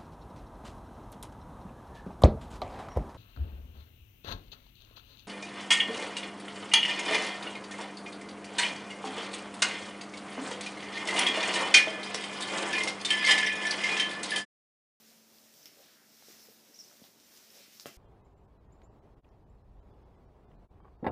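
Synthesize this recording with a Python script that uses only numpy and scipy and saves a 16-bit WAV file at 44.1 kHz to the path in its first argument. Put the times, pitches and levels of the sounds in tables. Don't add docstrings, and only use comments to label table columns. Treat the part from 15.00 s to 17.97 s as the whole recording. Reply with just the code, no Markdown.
import sys
import numpy as np
from scipy import signal
from scipy.fft import rfft, irfft
from scipy.io import wavfile
from scipy.ndimage import uniform_filter1d

SR = 44100
rng = np.random.default_rng(int(sys.argv[2]) if len(sys.argv) > 2 else 0)


def transcribe(u):
    v = np.clip(np.atleast_2d(u).T, -1, 1)
    q = np.round(v * 32767).astype(np.int16)
    wavfile.write(sys.argv[1], SR, q)


def magnitude_from_level(level_db):
    exponent = np.asarray(level_db, float) / 20
    return 10 ** exponent


N = 130977


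def evened(x):
    return x / np.sqrt(np.mean(x ** 2) + 1e-20)


def read(points, hz):
    f, value = np.transpose(points)
    return np.interp(np.log(hz + 1), np.log(f + 1), value)


def over_time(points):
    return np.interp(np.arange(N) / SR, *np.transpose(points))


def played(events, sound):
    track = np.zeros(N)
    for start, *row in events:
        event = sound(*row)
        part = track[round(start * SR):][:len(event)]
        part += event[:len(part)]
    return track


def resonate(x, hz, width_hz):
    turn = np.exp(2j * np.pi * hz * np.arange(len(x)) / SR)
    r = np.exp(-np.pi * width_hz / SR)
    return 2 * (turn * signal.lfilter([1 - r], [1, -r], x / turn + 1e-18)).real


def resonate_twice(x, hz, width_hz):
    return evened(resonate(resonate(x, hz, width_hz), hz, width_hz))


def coloured(x, points, patchy_db):
    hz, t, z = signal.stft(x, SR, nperseg=512, noverlap=384)
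    patches = uniform_filter1d(rng.standard_normal(z.T.shape), size=16, axis=0)
    patches = evened(uniform_filter1d(patches, size=12, axis=1))
    z = z * magnitude_from_level(read(points, hz)[:, None] + patchy_db * patches.T)
    return evened(signal.istft(z, SR, nperseg=512, noverlap=384)[1][:N])


# frequency in Hz, level in dB per Hz.
AIR = [(40, -13.5), (100, -9), (190, -0.5), (600, -5), (950, -11.5), (2000, -13), (6000, -15.5),
       (15000, -18)]


def hiss():
    return magnitude_from_level(-66) * coloured(rng.standard_normal(N), AIR, patchy_db=0.87)


# multiple of the turning rate, level in dB.
HUM = [(2, -85.5), (3, -90), (5.3, -84), (8, -86.5), (10, -85), (17, -85.5)]
# time in seconds, level in dB.
DRONE = [(0, -69), (.5, -72.5), (.64, -81), (1.2, -74), (1.7, -74.5), (2.2, -78), (2.97, -78.5)]


def motor():
    turning_hz, width_hz = 37.1, 2.0
    t = np.arange(N) / SR
    sixth = np.sqrt(2) * np.sin(2 * np.pi * 6 * turning_hz * t)
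    upper = np.sin(2 * np.pi * 16 * turning_hz * t)
    upper_swell = np.clip((t - .1) / .2, 0, 1) * (t < .55)
    blur = evened(resonate(rng.standard_normal(N), 222, 12.))
    drone = (sixth + 0.4 * upper * upper_swell + 0.22 * blur) * magnitude_from_level(over_time(DRONE))
    partials = np.zeros(N)
    for multiple, db in HUM:
        partials += magnitude_from_level(db) * resonate_twice(rng.standard_normal(N), multiple * turning_hz, width_hz)
    return drone + partials


# start in seconds, level in dB, centre in Hz, width in Hz.
SPLITS = [(1.367, -72, 7570, 1400), (1.436, -72, 5150, 1050), (1.575, -76, 5150, 1050),
          (1.575, -80, 11700, 1400), (2.226, -76, 6890, 1400), (2.365, -75, 13100, 1400)]


def split(db, hz, width_hz):
    length_s = .046
    t = np.arange(0, length_s, 1 / SR)
    in_band = abs(np.fft.rfftfreq(len(t), 1 / SR) - hz) < width_hz / 2
    band = irfft(rfft(rng.standard_normal(len(t))) * in_band, len(t))
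    return magnitude_from_level(db - 2.5) * np.sin(np.pi * t / length_s) * evened(band)


# time in seconds, level in dB.
RUB = [(0, -63.5), (.12, -62.5), (.25, -69), (.4, -64.5), (.6, -63.5), (.82, -63), (1.02, -69.5),
       (1.3, -57.5), (1.44, -60), (1.62, -65), (1.9, -62), (2.06, -62.5), (2.15, -70), (2.37, -59.5),
       (2.48, -61.5), (2.57, -59), (2.68, -62), (2.97, -64)]
# frequency in Hz, level in dB per Hz.
FIBRES = [(150, -18.5), (500, -5), (1000, -7), (2000, -1.5), (4000, -1), (6500, -2.5), (10000, -5),
          (15000, -6)]


def rustle():
    crackles_per_s, spread_db, smooth_share = 2500, 2.5, 0.57
    size = magnitude_from_level(spread_db * np.minimum(rng.exponential(1, N), 4)) * rng.choice([-1, 1], N)
    crackles = evened(size * (rng.random(N) < crackles_per_s / SR))
    mix = smooth_share * rng.standard_normal(N) + (1 - smooth_share) * crackles
    return magnitude_from_level(over_time(RUB) - 1.5) * coloured(mix, FIBRES, patchy_db=1.0)


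def stroke(length, db, hz, q):
    t = np.arange(0, .35, 1 / SR)
    slips = rng.standard_normal(len(t)) * (1 + (rng.random(len(t)) < 900 / SR) * 2.5)
    swell = abs(np.sin(np.pi * np.minimum(t / length, 1))) ** 0.43
    return magnitude_from_level(db) * swell * resonate_twice(slips, hz, hz / q)


# start in seconds, length in seconds, level in dB, centre in Hz.
SWISHES = [(.0, .03, -72, 14000), (.32, .085, -72, 13500), (.52, .13, -71, 13500),
           (.654, .035, -65.5, 14000), (.66, .026, -63, 4900), (.66, .028, -66.5, 2900),
           (.77, .06, -72, 13500), (1.11, .1, -74, 13500), (1.1, .12, -75, 5400), (1.24, .1, -68, 5400),
           (1.38, .06, -68, 5500), (1.39, .09, -69, 14000), (1.5, .06, -72, 13000), (2.02, .07, -70, 13500),
           (2.31, .09, -72, 13000), (2.52, .08, -72, 12800), (2.53, .06, -69, 5500),
           (2.715, .075, -68, 12800), (2.8, .04, -63.5, 12800), (2.8, .038, -61.5, 4700)]


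def swish(length, db, hz):
    return stroke(length, db, hz, q=3.)


# start in seconds, length in seconds, level in dB, centre in Hz.
SCUFFS = [(0.539, .09, -69, 5530), (.765, 0.077, -63.5, 540), (0.777, 0.2, -68.5, 3400),
          (.800, 0.28, -71, 1574), (1.271, 0.066, -70, 1650), (1.280, 0.1, -72, 3500),
          (1.630, .14, -72, 480), (1.735, .13, -68.5, 5600), (1.820, .16, -74.5, 580),
          (2.043, .045, -67.5, 3300), (2.69, .1, -69, 2600), (2.520, 0.19, -67, 2400),
          (2.530, 0.11, -67, 520), (2.535, .15, -66.5, 4000), (2.710, 0.083, -66, 4970)]


def scuff(length, db, hz):
    return stroke(length, db, hz, q=1.47)


# start in seconds, length in seconds, level in dB, pitch in Hz, glide in Hz.
SQUEAKS = [(1.738, 0.013, -57.5, 5250, 197), (1.743, 0.013, -58.5, 5800, 102.5),
           (1.752, 0.023, -56, 5750, 302), (1.7876, 0.012, -48, 5510, -150),
           (1.796, 0.014, -48.5, 5750, -38), (1.802, .018, -49, 5280, -250), (1.822, 0.0074, -57, 5700, 94),
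           (1.831, .016, -60, 5050, 303), (1.834, 0.021, -58.5, 5900, 146), (1.876, 0.011, -58, 5100, 196),
           (1.88, .012, -66, 5800, 197), (1.902, .012, -63, 5900, 290)]


def squeak(length, db, hz, glide):
    wobble, flutter = 0.022, 0.4
    t = np.arange(0, .04, 1 / SR)
    a, b = (evened(uniform_filter1d(v, size=70)) for v in rng.standard_normal((2, len(t))))
    u = np.minimum(t / length, 1)
    pitch = (hz + glide * (u - .5)) * (1 + wobble * a)
    whistle = np.sqrt(2) * np.sin(2 * np.pi * np.cumsum(pitch) / SR)
    return magnitude_from_level(db - 6.5) * abs(np.sin(np.pi * u)) ** 0.78 * (1 + flutter * b) * whistle


# start in seconds, peak in dB,
# pitch in Hz, ring in cycles.
PINGS = [(.358, -55, 4800, 2.3), (0.385, -50.5, 4640, 3), (0.63, -54, 6030, 8.4), (2.504, -50.5, 5370, 4.9),
         (.65752, -36.5, 5300, 1.8), (2.0397, -49, 3600, 2.2), (2.0412, -47.5, 3500, 1.8),
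         (2.7985, -36.5, 4500, 1.5), (2.7992, -44, 6800, 3), (.539, -50, 8200, 2.2),
         (2.85786, -39.5, 3100, 2.5), (.6578, -46, 3400, 1.5), (.6575, -46, 14000, 6)]
# start in seconds, peak in dB, pitch in Hz, ring in cycles.
PAWS = [(.657, -63, 300, 1.3), (1.224, -53, 830, 1.6), (1.284, -48.5, 450, 1.4), (1.301, -51.5, 358, 1.6),
        (1.486, -50, 463, 2), (1.499, -58, 228, 1), (1.515, -60, 477, 3), (1.697, -58, 298, 1.1),
        (2.0168, -49, 420, .6), (2.02, -46, 215, .75), (2.0395, -53, 670, 1.1), (2.575, -55, 510, 2),
        (2.609, -55, 556, 1.3), (2.68, -58, 290, 1.7)]


def blip(db, hz, cycles):
    u = np.arange(3000) / SR * hz
    shape = -np.sin(2 * np.pi * u) * (1 - np.exp(-u / 0.13)) * np.exp(-u / max(cycles, .2))
    return magnitude_from_level(db) * shape / abs(shape).max()


# start in seconds,
# peak in dB, pitch in Hz, shiver in seconds.
SNAPS = [(.540, -50.5, 3540, 0.0024), (0.6576, -46, 5050, 0.008), (.6382, -52, 13000, .001),
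         (.6415, -48, 11000, .002), (.6553, -50, 14000, .001), (.658, -46.5, 2550, .012),
         (1.311, -50, 2000, .004), (1.913, -52, 1410, .004), (2.0505, -52, 3500, 0.003),
         (2.046, -58, 800, 0.033), (1.2239, -53, 1300, .004), (2.858, -39, 12500, .002),
         (2.8655, -45, 12500, .003), (2.8695, -42, 5800, .008), (2.883, -47, 2500, .004),
         (2.200, -49.5, 4500, 0.0087), (2.374, -46, 6000, 0.005), (2.583, -54, 5300, 0.0022),
         (2.7977, -37.5, 4300, 0.002), (2.7995, -46, 5970, 0.0042), (2.8052, -46, 4800, .003),
         (2.82, -53, 6000, .006), (2.809, -42, 6000, 0.0054), (2.926, -49, 3100, 0.0018),
         (2.943, -52, 6000, 0.0018)]


def snap(db, hz, shiver):
    t = np.arange(3000) / SR
    after = evened(resonate(rng.standard_normal(len(t)), hz, 0.72 * hz))
    after = after * np.exp(-t / shiver) * np.minimum(t / 0.00033, 1)
    return blip(db, hz, cycles=1) + magnitude_from_level(db - 6.5) * after / 2


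# frequency in Hz, level in dB, time to fall 60 dB in seconds.
HANDLE = [(149, -8, 0.06), (214, 0.5, .07), (366, -4, .12), (635, -1, 0.1), (800, -15, 0.06),
          (1330, -9, 0.12), (1744, -11, .1), (1949, -10, 0.12), (2062, -3, 0.1), (2729, -5, 0.14),
          (3106, -3, .14), (4161, -14, .1), (4737, -8, .09)]


def knock():
    t = np.arange(0, .15, 1 / SR)

    def bump(at, width):
        return np.exp(-.5 * ((t - at) / width) ** 2)

    blow = -0.8 * bump(0.00028, .0001) + 0.62 * bump(0.00128, 0.00034) - 0.33 * bump(0.00185, 0.00014)
    ring = np.zeros(len(t))
    for hz, db, t60 in HANDLE:
        chatter = evened(resonate(rng.standard_normal(len(t)), hz, .08 * hz))
        ring += magnitude_from_level(db - 60 * t / t60) * (np.sin(2 * np.pi * hz * t) + .55 * chatter)
    rattle = magnitude_from_level(-46 - 60 * t / 0.1) * rng.standard_normal(len(t))
    rattle = rattle * np.minimum(t / 0.007, 1) ** 2
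    return magnitude_from_level(-28.5) * blow + magnitude_from_level(-49.5) * np.minimum(t / 0.008, 1) * ring + rattle


# frequency in Hz, time to fall 60 dB in seconds.
ROOM = [(150, 0.21), (500, 0.2), (2000, 0.27), (5000, 0.29), (12000, 0.15)]


def room(x):
    gap_s = 0.0061
    taps = np.zeros(SR // 2)
    at = np.arange(0, len(taps) - 20, 20)
    taps[at + rng.integers(0, 20, len(at))] = rng.choice([-1., 1.], len(at))
    hz, t, z = signal.stft(taps, SR, nperseg=256)
    tail = signal.istft(z * magnitude_from_level(-60 * t / read(ROOM, hz)[:, None]), SR, nperseg=256)[1]
    tail = tail * np.clip(np.arange(len(tail)) / SR / gap_s, 0, 1) ** 3
    return signal.fftconvolve(x, tail / np.linalg.norm(tail))[:N]


def scene():
    hits = played(SNAPS, snap) + played([(2.8577,)], knock)
    rubs = played(PAWS, blip) + played(PINGS, blip)
    rubs += played(SCUFFS, scuff) + played(SWISHES, swish) + played(SQUEAKS, squeak)
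    echo = magnitude_from_level(-4.5) * room(hits + 0.38 * rubs)
    mono = hits + echo + rubs + rustle() + hiss() + motor()
    side = played(SPLITS, split)
    return np.array([mono + side, mono - side])


# frequency in Hz, gain in dB.
MIC = [(3000, 0.5), (4400, 2.5), (5450, 6.5), (6600, 3.5), (8500, 0.5), (10500, 0), (13000, 3),
       (15200, 4.5)]


def microphone(x):
    size = 4096
    log_gain = np.log(magnitude_from_level(read(MIC, abs(np.fft.fftfreq(size, 1 / SR)))))
    taps = np.fft.ifft(np.exp(np.conj(signal.hilbert(log_gain)))).real[:size // 2]
    return signal.oaconvolve(x, taps[None], axes=1)[:, :N]


def low_pass(x):
    return signal.sosfilt(signal.butter(12, 16090, fs=SR, output="sos"), x)


def record(dry):
    x = microphone(dry)
    x = signal.sosfilt(signal.butter(2, 126, "high", fs=SR, output="sos"), x)
    edge = signal.firwin(1023, 15370, window=("kaiser", 9), fs=SR)
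    x = signal.oaconvolve(x, edge[None], "same")
    return low_pass(x)


dry = scene()
out = record(dry)
transcribe(out)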